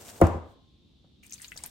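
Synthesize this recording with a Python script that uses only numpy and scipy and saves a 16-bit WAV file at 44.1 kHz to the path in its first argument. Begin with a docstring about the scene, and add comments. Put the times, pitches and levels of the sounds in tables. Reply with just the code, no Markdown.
"""Something lands on a kitchen counter, close up: a heavy thump, a small second bump, the room ringing out.
Damped sine modes, a dull thud and a crack make each contact; a low boom and a shudder of noise follow.
Before it, dry grains patter onto flour in a bowl: dense tiny ticks over a noise rustle.
After a quiet moment a thin stream from the tap runs over a hand: gliding bubble tones and noise fizz,
noise drums softly in the sink, and short bursts of tones and spray spit. A low room tone lies under it all."""
import sys
import numpy as np
from scipy import signal
from scipy.fft import rfft, irfft, next_fast_len
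from scipy.io import wavfile

SR = 44100
rng = np.random.default_rng(int(sys.argv[2]) if len(sys.argv) > 2 else 0)


def wav_record(signal):
    """Record a signal, one row per channel, as 16-bit PCM in the file named by sys.argv[1]."""
    frames = np.transpose(np.atleast_2d(signal))
    bounded = np.clip(frames, -1, 1)
    # unit amplitude maps onto the largest positive 16-bit level
    quanta = np.round(bounded * 32767).astype(np.int16)
    wavfile.write(sys.argv[1], SR, quanta)


N = 74970  # length in samples

# Room tone spectrum: pitch_hz, level_db [Hz, dB]
ROOM_TONE_COLOUR = [(15, -35), (25, -18), (64, 1), (130, -4.5), (260, -7), (340, -12), (591, -27.5),
                    (1040, -32.5), (1840, -39), (2600, -31), (3600, -18.5), (4900, -31.5), (9000, -47.5),
                    (16000, -57)]
# Room decay time: pitch_hz, t60_s [Hz, s]
ROOM_T60 = [(60, 0.49), (300, .48), (1000, 0.44), (3000, .45), (8000, .36), (16000, 0.36)]
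# Room reverberation spectrum: pitch_hz, gain_db [Hz, dB]
ROOM_GAIN = [(50, -12.5), (90, -10), (160, -15.5), (330, -15), (600, -13.5), (1100, -5.5), (2500, -9),
             (8000, -9), (16000, -15.5)]
# Left-right likeness of diffuse sound: pitch_hz, likeness [Hz, correlation]
ROOM_ALIKE = [(60, 0.98), (130, 0.79), (290, 0.4), (640, 0.97), (1400, .1), (3000, 0.36), (15000, .1)]
# Left-right likeness of close sound: pitch_hz, likeness [Hz, correlation]
NEAR_ALIKE = [(60, 0.97), (500, 1), (1200, .45), (4000, 0.35), (8000, 0.36), (15000, .15)]

# Fizz of the stream over time: time_s, level_db [s, dB]
FLOW = [(1.23, -61.5), (1.26, -57), (1.29, -65), (1.335, -53), (1.39, -60), (1.44, -49), (1.51, -59.5),
        (1.55, -58.5), (1.59, -54), (1.63, -56), (1.66, -49), (1.7, -63)]
# Fizz spectrum: pitch_hz, level_db [Hz, dB]
FIZZ_COLOUR = [(100, -25), (400, -9), (1100, -4.5), (1900, -1.5), (3400, -6), (6900, -5.5), (8900, 4),
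               (10300, -15), (11700, 3), (13800, -13), (15300, -2), (16300, -4.5)]
# Water landing on the sink floor: time_s, level_db [s, dB over DRUM_DB]
DRUM = [(1.53, -22.5), (1.56, 2), (1.6, -2), (1.63, 1.5), (1.7, -3)]
# Sink floor drumming spectrum: pitch_hz, level_db [Hz, dB]
DRUM_COLOUR = [(20, -8.5), (55, 0), (150, -6), (400, -19), (900, -17), (2000, -38.5)]
# Splashes: start_s, level_db, centre_hz, width_octaves, t60_s [s, dB, Hz, octaves, s]
SPLASHES = [(1.231, -55.5, 2444, 0.203, 0.17), (1.2652, -39.5, 8470, .5, 0.014),
            (1.2962, -42, 6270, .25, 0.011), (1.307, -37, 5700, .25, 0.0089),
            (1.3095, -44.5, 15000, .1, .03), (1.316, -49.5, 2456, .2, 0.094),
            (1.3235, -28.5, 6000, .35, 0.013), (1.3326, -32, 6050, .45, 0.028),
            (1.3394, -31, 7470, .3, 0.022), (1.379, -50, 4650, .1, .04), (1.398, -44, 1750, 0.32, 0.027),
            (1.4172, -36.5, 8200, .4, 0.044), (1.444, -34.5, 2897, .8, 0.027),
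            (1.48, -44.5, 6860, .12, 0.049), (1.519, -32, 2070, 0.33, .028), (1.559, -47, 914, 0.72, .04),
            (1.5635, -37, 5950, .15, 0.022), (1.5742, -32.5, 5920, .6, 0.04),
            (1.6367, -20.5, 7920, .22, .009), (1.6365, -37.5, 5770, 0.94, .04), (1.637, -43, 942, .5, .05),
            (1.655, -44.5, 2970, 1, .04), (1.6603, -28, 11920, 0.14, 0.016)]

# Falling grains over time: time_s, level_db [s, dB]
POUR = [(0, -54.5), (.01, -48), (.038, -54), (.07, -49), (.1, -44.5), (.124, -55.5), (.18, -51), (.2, -57),
        (.27, -55.5), (.3, -70.5), (.37, -72), (.42, -86), (.52, -73), (.6, -110)]
# Grain spectrum: pitch_hz, level_db [Hz, dB]
POUR_COLOUR = [(100, -17), (250, -6.5), (620, -6.5), (1100, -7.5), (4000, -9.5), (8700, -2), (10300, -14.5),
               (11800, -3.5), (13800, -12.5), (15500, -9)]

# Things on the counter shaking: time_s, level_db [s, dB]
SHUDDER = [(.218, -54), (.24, -22.5), (.29, -33), (.35, -36), (.39, -44.5), (.5, -55), (.65, -76.5),
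           (.8, -119)]
# Shudder spectrum: pitch_hz, level_db [Hz, dB]
SHUDDER_COLOUR = [(35, -22), (65, -4.5), (90, 6.5), (130, -0.5), (200, 0.5), (400, 0.5), (700, -0.5),
                  (1100, -7), (1700, -19.5), (2600, -25), (4000, -35.5), (7000, -38), (12000, -59.5)]
# Cupboard booms: start_s, level_db [s, dB]
BOOMS = [(0.2273, -1.5), (.349, -18.5)]
# Contacts with the counter: start_s, ring_db, thud_db, crack_db, dull_above_hz [s, dB, dB, dB, Hz]
KNOCKS = [(.2015, -24.5, -41, -62.5, 900), (0.2146, 1, -15, -28, 6120), (0.27, -20, -39, -38.5, 5900),
          (.3415, -19, -35.5, -81, 700), (1.043, -59, -60.5, -87.5, 1530)]
# Ringing of the counter and the things on it: pitch_hz, level_db, t60_s, swell_s [Hz, dB, s, s]
MODES = [(159, -6.5, .08, 0.0088), (229.8, -11, 0.11, 0.013), (335.3, -6.5, 0.094, 0.0034),
         (541, -8.5, 0.063, 0.003), (590, -3, 0.024, 0.0014), (675, -11.5, 0.073, 0.0011),
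         (880, -27.5, 0.069, .001), (1052.4, -27, 0.12, .001), (1055, -51.5, .9, .001),
         (1156, -26, 0.11, .001), (1412, -27.5, 0.087, .001), (1982, -26.5, .045, .001)]
# Thud spectrum: pitch_hz, level_db [Hz, dB]
THUD_COLOUR = [(40, -13), (130, 1.5), (350, -3.5), (600, -1), (850, -6), (1150, -5), (2200, -17),
               (3500, -31), (8000, -49)]
# Crack spectrum: pitch_hz, level_db [Hz, dB]
CRACK_COLOUR = [(1000, -10), (3500, -12.5), (7500, 1.5), (10000, -6.5), (16000, -10)]

TOP_HZ = 16300  # band limit
ROOM_TONE_DB, DRUM_DB = -60.5, -58.5
BASIN_FIRST_S, BASIN_LAST_S, BASIN_DB = 0.0028, .014, -18.5  # reflections around the sink
TAP_ON_S, TAP_RISE_S = 1.224, 0.0094
PLIP_DB = -8.5  # sparse larger bubbles against the fizz bubbles
SPLASH_ATTACK_S = 0.00054
SPRAY_DB = -29  # broad floor under the peak of each splash spectrum
SPLASH_TONE_DB = 0  # ringing bubbles against the burst of noise
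BOOM_HZ, BOOM_T60_S, BOOM_SWELL_S = 86, 0.099, 0.0095
THUD_T60_S, CRACK_T60_S = 0.066, 0.018
# The ring leads in phase at the right microphone: radians each side per kHz, and the most it can reach
MODE_TURN_PER_KHZ, MODE_TURN_MAX = 0.72, .55


def amp(db):
    """Decibels to gain."""
    return 10 ** (np.asarray(db) / 20)


def unit(x):
    """Scale to rms 1."""
    return x / np.sqrt(np.mean(x ** 2) + 1e-20)


def along(points, hz):
    """Read a (Hz, value) curve on a log frequency axis."""
    f, v = np.transpose(points)
    return np.interp(np.log(hz + 1), np.log(f + 1), v)


def since(s):
    """Seconds since a moment, zero before it."""
    return np.maximum(np.arange(N) / SR - s, 0)


def level(rows):
    """Gain per sample from a (s, dB) curve."""
    return amp(np.interp(since(0), *np.transpose(rows)))


def strike(s, swell, t60):
    """Envelope that swells over some seconds and decays 60 dB in t60 seconds."""
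    t = since(s)
    return (1 - np.exp(-(t / swell) ** 2)) * amp(-60 * t / t60)


def filtered(x, response):
    """Shape the spectrum of x by a response of frequency."""
    m = next_fast_len(N + SR // 2)  # padded against wrap-around
    spectrum = rfft(x, m) * response(np.fft.rfftfreq(m, 1 / SR))
    return irfft(spectrum, m)[..., :N]


def spread(pair, colour, alike):
    """Mix two unrelated signals, as mid and side, into a coloured left and right of given likeness."""
    def mid_side(hz):
        turn = np.arccos(np.clip(along(alike, hz), -1, 1)) / 2
        return amp(along(colour, hz)) * [np.cos(turn), np.sin(turn)]

    mid, side = filtered(pair, mid_side)
    return np.array([mid + side, mid - side])


def noise(colour, alike=NEAR_ALIKE):
    """Coloured stereo noise of rms 1."""
    return unit(spread(rng.standard_normal((2, N)), colour, alike))


def lean(x, left_db):
    """Tilt the balance so that left gains left_db over right."""
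    return x * amp([[left_db / 2], [-left_db / 2]])


def grains(rate, hz, octaves, cycles, size_db, glide, size=400):
    """Short damped tones at random times, rate per second; a positive glide raises their pitch."""
    u = rng.random((int(rate * N / SR), 4))
    f = hz * 2 ** (octaves * rng.standard_normal(len(u)))
    f = np.clip(f, 1, SR / 3)[:, None]
    t = np.arange(size) / SR
    age = t * f / cycles
    strength = amp(-size_db * np.log(1 - .97 * u[:, 1:2]))  # many weak, few strong
    phase = 2 * np.pi * f * t * (1 + glide * np.minimum(age, 1))
    wave = strength * np.exp(-3 * age) * np.sin(phase)
    where = ((u[:, :1] * N).astype(int) + np.arange(size)).ravel()
    angle = 2 * np.pi * u[:, 2:3]  # splits each grain between the two channels
    channels = [np.bincount(where, (wave * share).ravel())[:N] for share in (np.cos(angle), np.sin(angle))]
    return unit(np.array(channels))


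def room_tone():
    """Steady diffuse noise, mostly low, with a faint hiss."""
    return amp(ROOM_TONE_DB) * noise(ROOM_TONE_COLOUR, ROOM_ALIKE)


def kitchen(x):
    """The tiled room answers: convolution with a noise tail whose frequencies die at their own speeds."""
    hz, t, z = signal.stft(rng.standard_normal((2, N)), SR, nperseg=256)
    t60 = along(ROOM_T60, hz)[:, None]
    decaying = z * amp(-60 * t / t60) / np.sqrt(t60)  # the root evens out the energy of long and short decays
    tail = signal.istft(decaying, SR, nperseg=256)[1][:, :N]
    tail = spread(tail / np.linalg.norm(tail[0]), ROOM_GAIN, ROOM_ALIKE)
    tail = tail * np.minimum(since(.004) / .012, 1)  # fades in after 4 ms, over 12 ms
    return signal.fftconvolve(x, tail, axes=1)[:, :N]


def basin(x, count=7):
    """The sink walls and tiles send back a few quick weak copies, delayed apart for each channel."""
    delays = rng.uniform(BASIN_FIRST_S, BASIN_LAST_S, (count, 2, 1))
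    return filtered(x, lambda hz: 1 + amp(BASIN_DB) * np.exp(-2j * np.pi * hz * delays).sum(0))


def stream():
    """Upward-gliding bubble tones and noise fizz on the hand; low noise drums softly in the sink."""
    bubbles = grains(rate=1500, hz=6500, octaves=.8, cycles=19, size_db=4.5, glide=.06)
    plips = grains(rate=220, hz=3207, octaves=.55, cycles=21, size_db=2.5, glide=0.043, size=1200)
    hiss = amp(-4) * rng.standard_normal((2, N))
    fizz = unit(spread(bubbles + amp(PLIP_DB) * plips + hiss, FIZZ_COLOUR, NEAR_ALIKE))
    drum = amp(DRUM_DB) * level(DRUM) * noise(DRUM_COLOUR)
    tap = np.minimum(since(TAP_ON_S) / TAP_RISE_S, 1)
    return tap * (level(FLOW) * fizz + drum)


def splashes(count=3):
    """Drops burst in short spits: a few bubbles ring around one pitch, with a little broad spray."""
    out = np.zeros((2, N))
    grid = np.geomspace(100, SR / 2, 200)
    for s, db, hz, octaves, t60 in SPLASHES:
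        shape = np.exp(-(np.log2(grid / hz) / octaves) ** 2 / 2) + amp(SPRAY_DB)
        burst = noise(np.column_stack([grid, 20 * np.log10(shape)]))
        pitches = hz * 2 ** (octaves * rng.uniform(-1, 1, (count, 1, 1)))
        phases = rng.uniform(0, np.pi, (count, 2, 1))
        tones = unit(np.sin(2 * np.pi * pitches * since(s) + phases).sum(0))
        spit = unit(burst + amp(SPLASH_TONE_DB) * tones)
        out += amp(db) * strike(s, SPLASH_ATTACK_S, t60) * spit
    return out


def pour():
    """Dry grains land as dense tiny ticks, heavily damped tones, over a soft noise rustle."""
    ticks = grains(rate=3500, hz=7000, octaves=.8, cycles=1.5, size_db=4.5, glide=0)
    rustle = amp(1) * rng.standard_normal((2, N))
    patter = unit(spread(ticks + rustle, POUR_COLOUR, NEAR_ALIKE))
    return lean(level(POUR) * patter, left_db=1.5)


def shudder():
    """Loose things on the counter shake: diffuse noise that follows a level curve."""
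    return level(SHUDDER) * noise(SHUDDER_COLOUR, ROOM_ALIKE)


def booms():
    """The cupboard resonates: a low sine swells and dies away."""
    return sum(amp(db) * strike(s, BOOM_SWELL_S, BOOM_T60_S) * np.sin(2 * np.pi * BOOM_HZ * since(s))
               for s, db in BOOMS)


def counter_ring(s):
    """Contact excites the modes: damped sines, offset in phase between the microphones."""
    ring = np.zeros((2, N))
    for hz, db, t60, swell in MODES:
        turn = min(MODE_TURN_PER_KHZ * hz / 1e3, MODE_TURN_MAX) * np.array([[-1], [1]])
        ring += amp(db) * strike(s, swell, t60) * np.sin(2 * np.pi * hz * since(s) + turn)
    return ring


def knocks():
    """Each contact is modal ring and noise thud through a low-pass, plus a brief bright crack."""
    out = np.zeros((2, N))
    for s, ring_db, thud_db, crack_db, dull_hz in KNOCKS:
        thud = strike(s, 0.00067, THUD_T60_S) * noise(THUD_COLOUR)
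        body = amp(ring_db) * counter_ring(s) + amp(thud_db) * thud
        low_pass = signal.butter(2, min(dull_hz, SR / 3), fs=SR, output="sos")
        out += signal.sosfilt(low_pass, body)
        crack = strike(s - .001, 0.0001, CRACK_T60_S) * noise(CRACK_COLOUR)  # 1 ms ahead of the body
        out += amp(crack_db) * crack
    return out


def thump():
    """The contacts, the cupboard booms and the shudder together, a little to the left."""
    return lean(shudder() + knocks() + booms(), left_db=1.5)


def scene():
    """Counter sounds and water, direct and through the room, over the room tone."""
    counter = pour() + thump()
    water = lean(basin(stream() + splashes()), left_db=2.5)
    room = kitchen(counter + amp(-5.5) * water)  # the water feeds the room less
    return counter + water + room + room_tone()


def record(dry):
    """Nothing is kept above the band limit."""
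    return filtered(dry, lambda hz: hz < TOP_HZ)


dry = scene()
out = record(dry)
wav_record(out)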